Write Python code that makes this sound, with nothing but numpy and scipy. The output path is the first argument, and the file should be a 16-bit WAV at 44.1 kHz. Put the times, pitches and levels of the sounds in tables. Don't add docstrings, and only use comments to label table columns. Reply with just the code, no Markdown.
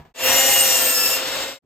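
import sys
import numpy as np
from scipy import signal
from scipy.fft import rfft, irfft
from scipy.io import wavfile
from scipy.ndimage import uniform_filter1d

SR = 44100
rng = np.random.default_rng(int(sys.argv[2]) if len(sys.argv) > 2 else 0)


def master(y):
    cut = np.clip(np.atleast_2d(y).T, -1, 1)
    pcm = np.round(cut * 32767)
    wavfile.write(sys.argv[1], SR, pcm.astype(np.int16))


N = 72765

# time in seconds, teeth passing per second.
TOOTH_RATE = [(.15, 2700), (.22, 2753), (.3, 2827), (.38, 2858), (.46, 2879), (.55, 2865), (.65, 2832),
              (.75, 2800), (.85, 2764), (.95, 2705), (1.02, 2682), (1.09, 2692), (1.17, 2765), (1.3, 2840),
              (1.42, 2872), (1.58, 2895)]
# time in seconds, gain in dB of the wood's body, the treble, the top.
BITE = [(0.16, -36, -18, -72), (0.2, 6, -10, -15), (0.25, 9.1, -10, 3), (0.3, 11.5, -2.9, -4),
        (0.36, 10.5, -3.4, 3), (0.44, 7, 0.3, -4), (0.53, 5, 1, 1), (0.6, 4, 1.9, 0.5),
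        (0.66, 3.5, -1.1, 1.3), (0.74, 3.7, 2.2, -7.5), (0.81, 3, 0.3, -4.5), (0.88, 4.5, -2.7, -4),
        (0.97, -20, -2, -3), (1.06, -5, -4.5, -1), (1.15, -1, -4.5, -5), (1.198, -3, -15.5, -22),
        (1.25, -18.5, -29.5, -33)]
# frequency in Hz, relative level in dB.
RASP_SPECTRUM = [(25, -37), (50, -10.5), (85, -9.5), (140, -22.5), (260, -5.5), (380, -10.5), (500, -4.5),
                 (700, -8), (1000, -3.5), (1400, -7.5), (2000, -3), (2700, -1), (3500, 2.5), (4600, -2.5),
                 (5800, 3), (7200, 2), (8600, 4), (9700, -1.5), (11500, 5), (14000, -0.5), (15500, -4)]
# time in seconds, level in dB at 1, 2, 3 and 5 times the tooth rate.
WHINE_LEVELS = [(.16, -35, -55, -59.5, -51), (.24, -25.5, -31, -65, -55), (.32, -30, -23, -52, -33),
                (.4, -21.5, -27.5, -47.5, -43), (.5, -32, -31, -50, -38.5), (.56, -21.5, -42.5, -42, -43.5),
                (0.611, -21, -43.5, -16, -39), (.66, -29.5, -28, -44, -38), (.75, -24.5, -26, -42.5, -38),
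                (.84, -34, -58, -33, -28), (.895, -27.5, -61.5, -23, -21.5),
                (.96, -34.5, -26.5, -32.5, -40), (1.062, -26.5, -22.5, -42, -43),
                (1.095, -35, -33.5, -48, -50), (1.139, -22.5, -34, -49, -46), (1.21, -42.5, -65, -51, -60)]
# frequency in Hz, width in Hz, relative dB entering the wood, then deep in it.
BLADE_MODES = [(4955, 22, -52, -39), (5335, 25, -50, -39), (5690, 90, -35, -43), (6398, 22, -33, -43),
               (7112, 16, -27, -32), (7350, 16, -35, -38), (7540, 25, -39, -44), (8200, 16, -39, -36),
               (8542, 16, -35, -43), (9130, 60, -35, -37), (10050, 80, -38, -39), (11305, 25, -38, -39),
               (11940, 18, -36, -36), (12172, 18, -41, -42), (12403, 12, -35, -37), (12490, 12, -37, -38),
               (13038, 14, -46, -39), (13308, 14, -43, -41), (13701, 12, -39, -34), (14196, 18, -41, -43),
               (14293, 14, -38, -39), (14562, 16, -43, -47), (15025, 12, -46, -42)]
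# frequency in Hz, level in dB.
FENCE_TONES = [(801, -34.5), (2061, -53.5), (2682, -38.5)]
# multiple of the tooth rate, dB entering, deep in the wood, running free.
MOTOR_LINES = [(.094, -45, -57.5, -47.5), (.1878, -31, -38.5, -36.5), (.243, -35, -44.5, -49),
               (.5, -45, -36.5, -48.5), (.645, -33, -37.5, -46.5), (.717, -42.5, -43, -47.5),
               (.731, -33.5, -52, -42.5), (.938, -39.5, -64, -47), (1.305, -48, -45.5, -40),
               (1.897, -67, -28, -38), (2.608, -42.5, -42, -41.5)]
# frequency in Hz, relative level in dB.
AIR_SPECTRUM = [(25, -16), (50, -15.5), (90, -18), (140, -15), (200, -17), (280, -10), (380, -8.5),
                (520, -3), (700, -6.5), (1000, -7), (1500, -7.5), (2000, -10), (2800, -5.5), (3800, -7),
                (4700, -9.5), (6000, -15), (8000, -12.5), (10000, -20), (12000, -17.5), (15500, -24.5)]
# start in seconds, level in dB, crack in dB relative to that level.
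KNOCKS = [(0., -41.5, -1.5), (.051, -53, 5.5)]
# frequency in Hz, relative level in dB, seconds to fall by 60 dB.
WOOD_MODES = [(152, -1.5, 0.23), (243, -4, 0.12), (514, -20, 0.1), (670, -9, 0.12), (950, -6, 0.14),
              (1706, -13, 0.17), (1900, -21, .1)]
# frequency in Hz, relative level in dB.
CRACK_SPECTRUM = [(60, 2), (150, -5.5), (400, -8.5), (900, -6.5), (1600, -17), (2800, -20.5), (5000, -29.5),
                  (9000, -37), (15000, -35)]
# frequency in Hz, relative level in dB.
ROOM_SPECTRUM = [(30, -10), (150, 2), (400, -10), (3000, -33), (15000, -45)]
# frequency in Hz, lead of the left in radians, coherence from 0 to 1,
# left minus right in dB.
MIC_PORTS = [(30, 0, 0.99, 0), (100, 0.14, 0.89, -0.8), (550, 0.63, 0.78, -0.3), (1200, 0.41, 0.49, 1.4),
             (2000, 0.36, 0.66, 1.9), (2850, 0.73, 0.82, 0.3), (3700, 1.76, 0.2, 2.5),
             (4500, 0.32, 0.32, 2.7), (5300, 2.29, 0.29, 4.9), (5800, 4.87, 0.14, 4.1),
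             (6500, 6.35, 0.59, 3.0), (7200, 6.33, 0.76, 2.0), (8000, 5.65, 0.69, 1.1),
             (8600, 4.99, 0.75, 2.4), (9000, 3.4, 0.9, 0), (9300, 3.14, 1, 0), (10700, 3.14, 1, 0),
             (11000, 2.85, 0.85, 0.4), (11600, 1.92, 0.59, 0.0), (12600, 0.34, 1, -0.3),
             (13700, -0.0, 1, -0.0), (14500, -0.27, 0.82, -0.1), (15100, -1.32, 0.38, -0.7),
             (15600, -2.85, 0.78, -0.2)]

TEETH = 32
ENTERING_S, DEEP_S, BREAK_FREE_S, RUNNING_FREE_S = 0.4, 1.02, 1.22, 1.29


def tearing(teeth, uneven_db=2, scatter_db=1, grain_db=0.5):
    tooth = teeth.astype(int)
    size_db = uneven_db * rng.standard_normal(TEETH)[tooth % TEETH]
    size_db += scatter_db * rng.standard_normal(N)[tooth]
    pulses = 1 + 0.65 * np.cos(2 * np.pi * teeth)
    return unit(rng.standard_normal((2, N)) * pulses * undb(size_db + grain_db * walk(60)))


def rasp(force, level_db=-18.5, body_hz=3200, top_hz=10000):
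    sound = unit(colour(force, undb(across(RASP_SPECTRUM)[0] + ripple())))
    body = 1 / (1 + (bins() / body_hz) ** 4)
    below_top = 1 / (1 + (bins() / top_hz) ** 12)
    bands = body, below_top - body, 1 - below_top
    return undb(level_db) * sum(colour(sound, band) * undb(db) for band, db in zip(bands, curves(BITE)))


def ripple(depth_db=3.5, spacing_hz=50, full_from_hz=6000):
    span = int(spacing_hz * N / SR)
    bumps = unit(uniform_filter1d(uniform_filter1d(rng.standard_normal(len(bins())), span), span))
    return depth_db * bumps * np.sqrt(np.minimum(bins() / full_from_hz, 1))


def blade(force):
    rings = sum(resonate(force, hz, width_hz) * undb(np.interp(seconds(), [ENTERING_S, DEEP_S], stage_db))
                for hz, width_hz, *stage_db in BLADE_MODES)
    treble_bite_db = curves(BITE)[1]
    return rings * undb(treble_bite_db + 2)


def whine(teeth):
    tones = sum(tone(multiple * teeth, db, flutter_db=1.5, flutter_hz=69.5, jitter_rad=0.31)
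                for multiple, db in zip((1, 2, 3, 5), curves(WHINE_LEVELS)))
    return tones * (1 + 0.13 * np.sin(2 * np.pi * teeth / TEETH))


def fence():
    t = seconds()
    rings = sum(tone(hz * t, db, flutter_db=2.5, flutter_hz=23, jitter_rad=0.9) for hz, db in FENCE_TONES)
    return rings * np.interp(t, [0.29, 0.35, 0.74, 0.79], [0, 1, 1, 0])


def motor(teeth, loaded_s=0.23, unloaded_db=-6):
    t = seconds()
    lines = np.zeros(N)
    for multiple, *stage_db in MOTOR_LINES:
        db = np.interp(t, [ENTERING_S, DEEP_S, RUNNING_FREE_S], stage_db)
        lines += tone(multiple * teeth, db, flutter_db=3, flutter_hz=37.4, jitter_rad=0.19)
    return lines * undb(np.where(t > loaded_s, 0, unloaded_db))


def air(level_db=-26.5, swirl_db=1):
    return undb(level_db + swirl_db * walk(30)) * noise(AIR_SPECTRUM)


def knocks(crack_t60_s=0.25):
    out = np.zeros((2, N))
    for start, db, crack_db in KNOCKS:
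        age = np.maximum(seconds() - start, 0)
        ring = sum(undb(mode_db - 60 * age / t60) * np.sin(2 * np.pi * hz * age)
                   for hz, mode_db, t60 in WOOD_MODES)
        crack = undb(crack_db - 60 * age / crack_t60_s) * ports(noise(CRACK_SPECTRUM))
        out += undb(db) * (ring + crack) * (seconds() >= start)
    return out


def room_tone(level_db=-70):
    return undb(level_db) * ports(noise(ROOM_SPECTRUM))


def ports(x):
    lead, coherence, balance_db = across(MIC_PORTS)
    side = np.array([[1], [-1]])
    spectrum = rfft(x)
    if x.ndim == 2:
        direct, scattered = spectrum
        spectrum = direct * np.sqrt((1 + coherence) / 2) + side * scattered * np.sqrt((1 - coherence) / 2)
    return irfft(spectrum * undb(side * balance_db / 2) * np.exp(1j * side * lead / 2), N)


def resonate(force, hz, width_hz):
    return unit(colour(force, 1 / (1 + 1j * (bins() ** 2 - hz ** 2) / (bins() * width_hz))))


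def tone(cycles, db, flutter_db, flutter_hz, jitter_rad):
    amplitude = np.sqrt(2) * undb(db + flutter_db * walk(flutter_hz))
    return amplitude * np.sin(2 * np.pi * cycles + jitter_rad * walk(flutter_hz))


def noise(spectrum):
    return unit(colour(rng.standard_normal((2, N)), undb(across(spectrum)[0])))


def walk(rate_hz):
    return unit(colour(rng.standard_normal(N), np.exp(-(bins() / rate_hz) ** 2)))


def colour(x, gain):
    return irfft(rfft(x) * gain, N)


def curves(table):
    times, *columns = np.array(table, float).T
    return [np.interp(seconds(), times, column) for column in columns]


def across(table):
    hz, *columns = np.array(table, float).T
    return [np.interp(np.log(bins()), np.log(hz), column) for column in columns]


def seconds():
    return np.arange(N) / SR


def bins():
    return np.maximum(np.fft.rfftfreq(N, 1 / SR), 1)


def undb(db):
    return 10 ** (np.asarray(db) / 20)


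def unit(x):
    return x / np.sqrt(np.mean(x ** 2))


def scene(release_db_per_s=191):
    t = seconds()
    teeth = np.cumsum(curves(TOOTH_RATE)[0]) / SR
    cut = ports(rasp(tearing(teeth))) + ports(blade(tearing(teeth)[0]) + fence() + whine(teeth))
    in_wood = undb(-release_db_per_s * np.maximum(t - BREAK_FREE_S, 0))
    saw = cut * in_wood + ports(motor(teeth)) + ports(air())
    saw_fade = np.interp(t, [0.14, 0.27, 1.425, 1.59], [0, 1, 1, 0]) ** 1.086
    workshop_fade = np.interp(t, [0.113, 0.13, 1.622, 1.639], [1, 0, 0, 1])
    return saw * saw_fade + (room_tone() + knocks()) * workshop_fade


def record(dry, low_hz=38.4, ceiling=0.85, top_hz=15800):
    thin = signal.sosfilt(signal.butter(2, low_hz, "highpass", fs=SR, output="sos"), dry)
    rounded = thin / (1 + (thin / ceiling) ** 6) ** (1 / 6)
    return signal.sosfilt(signal.ellip(10, 0.2, 80, top_hz, fs=SR, output="sos"), rounded)


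dry = scene()
out = record(dry)
master(out)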